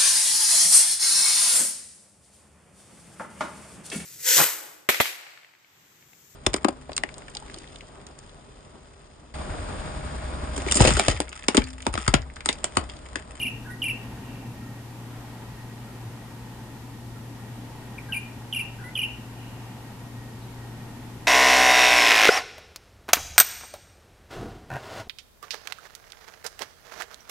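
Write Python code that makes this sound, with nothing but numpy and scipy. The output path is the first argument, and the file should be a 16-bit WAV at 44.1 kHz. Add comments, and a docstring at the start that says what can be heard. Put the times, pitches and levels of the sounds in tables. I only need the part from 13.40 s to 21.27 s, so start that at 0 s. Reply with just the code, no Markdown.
"""Bulbul on a branch, town behind

A bulbul close to the microphones sings two phrases, the first already under way: gliding partials from its
syrinx make soft low notes that lead into loud chirps flipping between two pitches. Nearby walls and trees
answer as delays and scatter; a far building sends back a faint, dull echo. Behind, wavering tones make a machine's
hum and whines, shaped noise the rumble of a town and the microphones' hiss; faint far calls and a thud pass.
"""
import sys
import numpy as np
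from scipy import signal
from scipy.fft import rfft, irfft, next_fast_len
from scipy.io import wavfile
from scipy.ndimage import map_coordinates

SR = 44100
rng = np.random.default_rng(int(sys.argv[2]) if len(sys.argv) > 2 else 0)


def to_wav(s):
    """Save 16-bit WAV."""
    ch = np.atleast_2d(s).T  # columns
    pcm = np.round(np.clip(ch, -1, 1) * 32767)  # PCM
    wavfile.write(sys.argv[1], SR, pcm.astype(np.int16))


N = 347067


def amp(db):
    """Decibels to gain."""
    return 10 ** (np.asarray(db) / 20)


def unit(x):
    """Scale to rms 1."""
    return x / np.sqrt(np.mean(x ** 2) + 1e-20)


def along(points, hz):
    """Read a table of (f/Hz, value) points at hz, on a log axis."""
    f, v = np.transpose(points)
    return np.interp(np.log(hz + 1), np.log(f + 1), v)


def wobble(rate, size=N):
    """A smooth random curve with rate knots a second."""
    knots = rng.standard_normal(int(size * rate / SR) + 4)
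    return map_coordinates(knots, [np.arange(size) * rate / SR])


def filtered(x, response):
    """Shape the spectrum of x by a response of frequency."""
    m = next_fast_len(N + SR // 2)
    spectrum = rfft(x, m) * response(np.fft.rfftfreq(m, 1 / SR))
    return irfft(spectrum, m)[..., :N]


def panned(lean_db):
    """Left and right gains for a left-minus-right level difference."""
    return amp(np.array([[1], [-1]]) * lean_db / 2)


def delayed(x, seconds):
    """The extra travel time of a longer path, as a phase slope."""
    return filtered(x, lambda hz: np.exp(-2j * np.pi * hz * seconds))


def add(track, s, sound):
    """Mix a sound into a track at s seconds; it may already be under way at time 0."""
    start = round(s * SR)
    sound = sound[max(-start, 0):]
    part = track[max(start, 0):][:len(sound)]
    part += sound[:len(part)]


def syllable(length, start_hz, end_hz, overtones_db, jitter, settle=2.14, edge=0.0019, arch_db=5,
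             shimmer_db=1.56, rasp_db=-9, surge=0.4):
    """One glide of the syrinx: quick at first, then settling on its end pitch."""
    # what throat and beak let through of the overtones: f/Hz, level/dB
    throat = [(3000, -4), (4800, -22.5), (5700, -17), (7300, -27), (8500, -34), (9500, -1.5), (11400, -5),
              (12300, -18), (14000, -24)]
    t = np.arange(int((length + edge) * SR)) / SR
    u = t / t[-1]
    glide = (1 - np.exp(-settle * u)) / (1 - np.exp(-settle))
    steady_pitch = start_hz + (end_hz - start_hz) * glide
    pitch = steady_pitch * (1 + jitter * wobble(872, size=len(t)))
    phase = 2 * np.pi * np.cumsum(pitch) / SR

    # air pressure swells early in the syllable and sags towards its end
    gate = np.sin(np.clip(np.minimum(t, t[-1] - t) / edge, 0, 1) * np.pi / 2) ** 2
    arch = arch_db * (np.sin(np.pi * u ** 0.69) - 2 / np.pi)
    pressure = gate * amp(arch + shimmer_db * wobble(263, size=len(t)))

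    # the chirps' fourth partial falls near the throat's high resonance; uneven closure frays the overtones
    k = np.arange(2, 8)[:, None]
    gains = amp(overtones_db + along(throat, k * pitch)) * (k * pitch < SR / 2)
    fray = amp(rasp_db) * wobble(4010, size=len(t))
    overtones = np.sum(gains * (np.sin(k * phase) + fray * np.cos(k * phase)), axis=0)
    # harder blowing is brighter
    return np.sqrt(2) * pressure * (np.sin(phase) + pressure ** surge * overtones)


def chirp(s, hz, db, stretch, bright_db):
    """A flick, then flips between a high and a low voice, at one pitch, strength, pace and brightness."""
    # syllables when sung at shape_hz: offset t/s, length t/s, start f/Hz, end f/Hz,
    # level/dB and overtones level/dB (both shifted for each chirp)
    shape = [ (0, .0052, 3330, 2900, 2.5, -20), (.0065, 0.011, 2780, 2860, -3, -10.5),
             (.0195, .0115, 2480, 2400, -5, -6), (.0335, 0.02, 2976, 2690, 0.5, -12),
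             (0.062, 0.015, 2460, 2345, -3, -10.5), (.0765, .02, 2990, 2604, -1, -14.5), ]
    shape_hz = 2800
    scale = hz / shape_hz
    return [(s + stretch * offset, stretch * length, scale * start_hz, scale * end_hz,
             db + level_db, overtones_db + bright_db)
            for offset, length, start_hz, end_hz, level_db, overtones_db in shape]


def bulbul(chirp_jitter=0.019, murmur_jitter=0.024):
    """Opening notes, lead-ins and chirps; slack membranes hold the low notes less steadily."""
    # each chirp: t/s, pitch f/Hz, level/dB, time stretch (ratio), brightness of the overtones level/dB
    chirps = [(-.0085, 2804, -26, 0.97, 1), (0.4184, 2782, -24.5, 1.01, 0.5), (5.1257, 2806, -26.5, .99, 3),
              (5.5531, 2884, -24.5, 1.01, -1.5)]
    # soft lead-ins: t/s, low f/Hz, high f/Hz, length of the high note t/s, level/dB
    lead_ins = [(0.249, 1483, 1936, 0.03, -44), (5.386, 1457, 2030, 0.057, -46)]
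    # single notes that open the second phrase:
    # t/s, length t/s, start f/Hz, end f/Hz, level/dB, overtones level/dB
    opening = [ (4.581, 0.0093, 2650, 2220, -34, -19), (4.686, 0.034, 1640, 1550, -44, -15),
               (4.722, 0.0175, 3080, 2633, -24, -15), (4.736, .008, 2590, 2880, -35, -6),
               (4.743, .011, 2470, 2280, -30.5, -6.5), (4.756, 0.0266, 2510, 2367, -28.5, -10.5), ]
    figures = [opening] + [lead_in(*row) for row in lead_ins] + [chirp(*row) for row in chirps]
    song = np.zeros(N)
    for figure in figures:
        for s, length, start_hz, end_hz, db, overtones_db in figure:
            jitter = np.interp(end_hz, [1500, 2400], [murmur_jitter, chirp_jitter])
            add(song, s, amp(db) * syllable(length, start_hz, end_hz, overtones_db, jitter))
    return song


def perch(song):
    """The direct path from the branch: it reaches the right microphone first, its treble stronger there."""
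    # f/Hz, left minus right level/dB
    perch_lean = [(2400, 2.5), (3100, -3.5), (10000, -6)]
    pair = np.array([delayed(song, .000015), song])
    return amp(-3.0) * filtered(pair, lambda hz: panned(along(perch_lean, hz)))


def town():
    """Distant traffic: alike in both ears in the bass, diffuse higher up; the low part swells on its own."""
    # the rumble's relative spectrum: f/Hz, level/dB per Hz
    rumble = [(22, -6.5), (40, -10), (56, 0), (72, -6), (135, -1.5), (170, -6), (245, -1), (330, -10),
              (600, -17.5), (900, -12.5), (1120, -20), (1700, -23), (3000, -27), (6000, -40)]
    # f/Hz, left-right likeness (0 to 1)
    likeness = [(60, 0.99), (130, 0.97), (290, 0.98), (630, 0.74), (1390, 0.58), (3000, 0)]
    # f/Hz, left minus right level/dB
    town_lean = [(60, 1.5), (200, 0), (380, 4.5), (690, -1), (1270, 1), (2400, 1.5)]
    # swell of the low part, used about its mean: t/s, level/dB
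    traffic = [(0, -43.5), (1.25, -43.5), (1.5, -46.5), (4.5, -45.5), (6.8, -46.5), (7.87, -45)]

    def mid_and_side(hz):
        colour = amp(along(rumble, hz)) * hz ** 2 / (hz ** 2 + 15 ** 2)
        turn = np.arccos(np.clip(along(likeness, hz), -1, 1)) / 2
        return colour * [np.cos(turn), np.sin(turn)]

    mid, side = filtered(rng.standard_normal((2, N)), mid_and_side)
    pair = np.array([mid + side, mid - side])
    air = unit(filtered(pair, lambda hz: panned(along(town_lean, hz))))
    low = filtered(air, lambda hz: 1 / (1 + (hz / 450) ** 4))
    s, db = np.transpose(traffic)
    swell = amp(np.interp(np.arange(N) / SR, s, db - np.mean(db)))
    upper = (air - low) * amp(0.75 * wobble(3.035))
    return amp(-41.5) * (low * swell + upper)


def machine(flutter_db=2.5):
    """A motor hum with thin, wavering whines, reaching the right microphone first."""
    # tones: f/Hz, level/dB, wander f/Hz, left minus right level/dB
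    tones = [(117.7, -42.5, 0.065, 2), (870, -65.5, 6.5, -1), (1852, -65, 9.83, -6), (1886, -63.5, 22.1, 2)]
    out = np.zeros((2, N))
    for hz, db, wander_hz, lean_db in tones:
        phase = 2 * np.pi * np.cumsum(hz + wander_hz * wobble(45)) / SR
        # moving air disturbs short waves most
        fading = amp(flutter_db * np.sqrt(hz / 2000) * (wobble(6) + wobble(35)))
        out += amp(db) * panned(lean_db) * unit(fading * np.sin(phase))
    return np.array([delayed(out[0], .00009), out[1]])


def hiss():
    """The microphones' own steady noise, independent left and right."""
    # relative spectrum: f/Hz, level/dB
    hiss_colour = [(500, -11), (2500, 0.5), (5000, 0.5), (8000, -1.5), (14000, -4.5)]
    noise = rng.standard_normal((2, N))
    return amp(-54.0) * unit(filtered(noise, lambda hz: amp(along(hiss_colour, hz))))


def thrown_back(song):
    """Leaves and walls colour what they throw back, leaving it weaker above the low notes."""
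    # f/Hz, level/dB
    reflected = [(1600, 7.5), (2350, -0.5), (2750, 0), (3400, -2.5), (10000, 0.5)]
    return filtered(song, lambda hz: amp(along(reflected, hz)))


def yard(x, build=0.0022):
    """Scatter from trees and walls builds up over build seconds, then dies soonest in the high treble."""
    # f/Hz, time to fall 60 dB t/s
    decay = [(1500, 0.41), (2800, 0.44), (6000, 0.46), (11000, 0.15)]
    hz, t, z = signal.stft(rng.standard_normal((2, SR)), SR, nperseg=256)
    fade = amp(-60 * t / along(decay, hz)[:, None]) * (1 - np.exp(-t / build))
    tail = signal.istft(z * fade, SR, nperseg=256)[1]
    return signal.fftconvolve(x[None], tail / np.linalg.norm(tail[0]), axes=1)[:, :N]


def close_walls(thrown):
    """Single reflections from walls close by, each a later and weaker copy."""
    # delay t/s, left level/dB, right level/dB
    walls = [(0.01, -17, -14.5), (0.0188, -29, -13.5), (.031, -31, -31)]
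    return sum(amp([[left_db], [right_db]]) * delayed(thrown, delay) for delay, left_db, right_db in walls)


def lead_in(s, low_hz, high_hz, high_length, db, grace_s=.019, grace_rise=.14,
            low_overtones_db=-21, high_overtones_db=-11):
    """Three joined syllables: a rising grace note, a level low note, and a scoop up to the high note."""
    step_s, step_up_db = .052, 2  # when the high note comes, and how much louder
    scoop = 0.0445  # share of its pitch that the high note rises by
    return [
        (s, grace_s, low_hz, low_hz * (1 + grace_rise), db - 2.5, low_overtones_db),
        (s + grace_s, step_s - grace_s, low_hz, low_hz, db, low_overtones_db),
        (s + step_s, high_length, high_hz * (1 - scoop), high_hz, db + step_up_db, high_overtones_db),
    ]


def far_echo(x, delay=.39, t60=1.6, dull_hz=3000):
    """A smeared, dull answer from a distant building: decaying noise, delayed and stripped of treble."""
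    t = np.arange(SR) / SR
    tail = rng.standard_normal((2, SR)) * amp(-60 * t / t60)
    echo = signal.fftconvolve(x[None], tail / np.linalg.norm(tail[0]), axes=1)[:, :N]
    return filtered(delayed(echo, delay), lambda hz: 1 / (1 + (hz / dull_hz) ** 8))


def far_calls():
    """Pips and another bird's chirp from far off, nearly pure glides half lost in the scatter."""
    # faint pips, all alike: t/s, level/dB
    pips = [(1.216, -58.5), (1.717, -59), (2.47, -59), (3.755, -59)]
    # another bird: t/s, length t/s, start f/Hz, end f/Hz, level/dB
    far_chirps = [(7.01, 0.03, 4750, 3650, -62.5)]
    pip_s, pip_start_hz, pip_end_hz = 0.031, 1390, 1327
    notes = [(s, pip_s, pip_start_hz, pip_end_hz, db) for s, db in pips] + list(far_chirps)
    calls = np.zeros(N)
    for s, length, start_hz, end_hz, db in notes:
        add(calls, s, amp(db) * syllable(length, start_hz, end_hz, overtones_db=-40, jitter=0.022))
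    return calls + yard(calls)


def thuds(width=0.03):
    """A soft low boom far off: a sine that swells and fades within a few cycles."""
    # t/s of the peak, f/Hz, level/dB
    booms = [(2.678, 108, -39.5)]
    t = np.arange(N) / SR
    out = np.zeros(N)
    for s, hz, db in booms:
        envelope = np.exp(-((t - s) / width) ** 2)
        out += amp(db) * np.sqrt(2) * envelope * np.sin(2 * np.pi * hz * (t - s))
    return out


def scene():
    """The bird on its branch with its echoes, over the background."""
    song = bulbul()
    thrown = thrown_back(song)
    scatter = amp(-10.5) * panned(lean_db=3) * yard(thrown)
    bird = perch(song) + scatter + close_walls(thrown) + amp(-21.5) * far_echo(thrown)
    background = town() + machine() + hiss() + far_calls() + thuds()
    return bird + background


def record(dry):
    """The recorder keeps nothing above its band limit."""
    top_hz = 14250
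    return filtered(dry, lambda hz: hz < top_hz)


dry = scene()
out = record(dry)
to_wav(out)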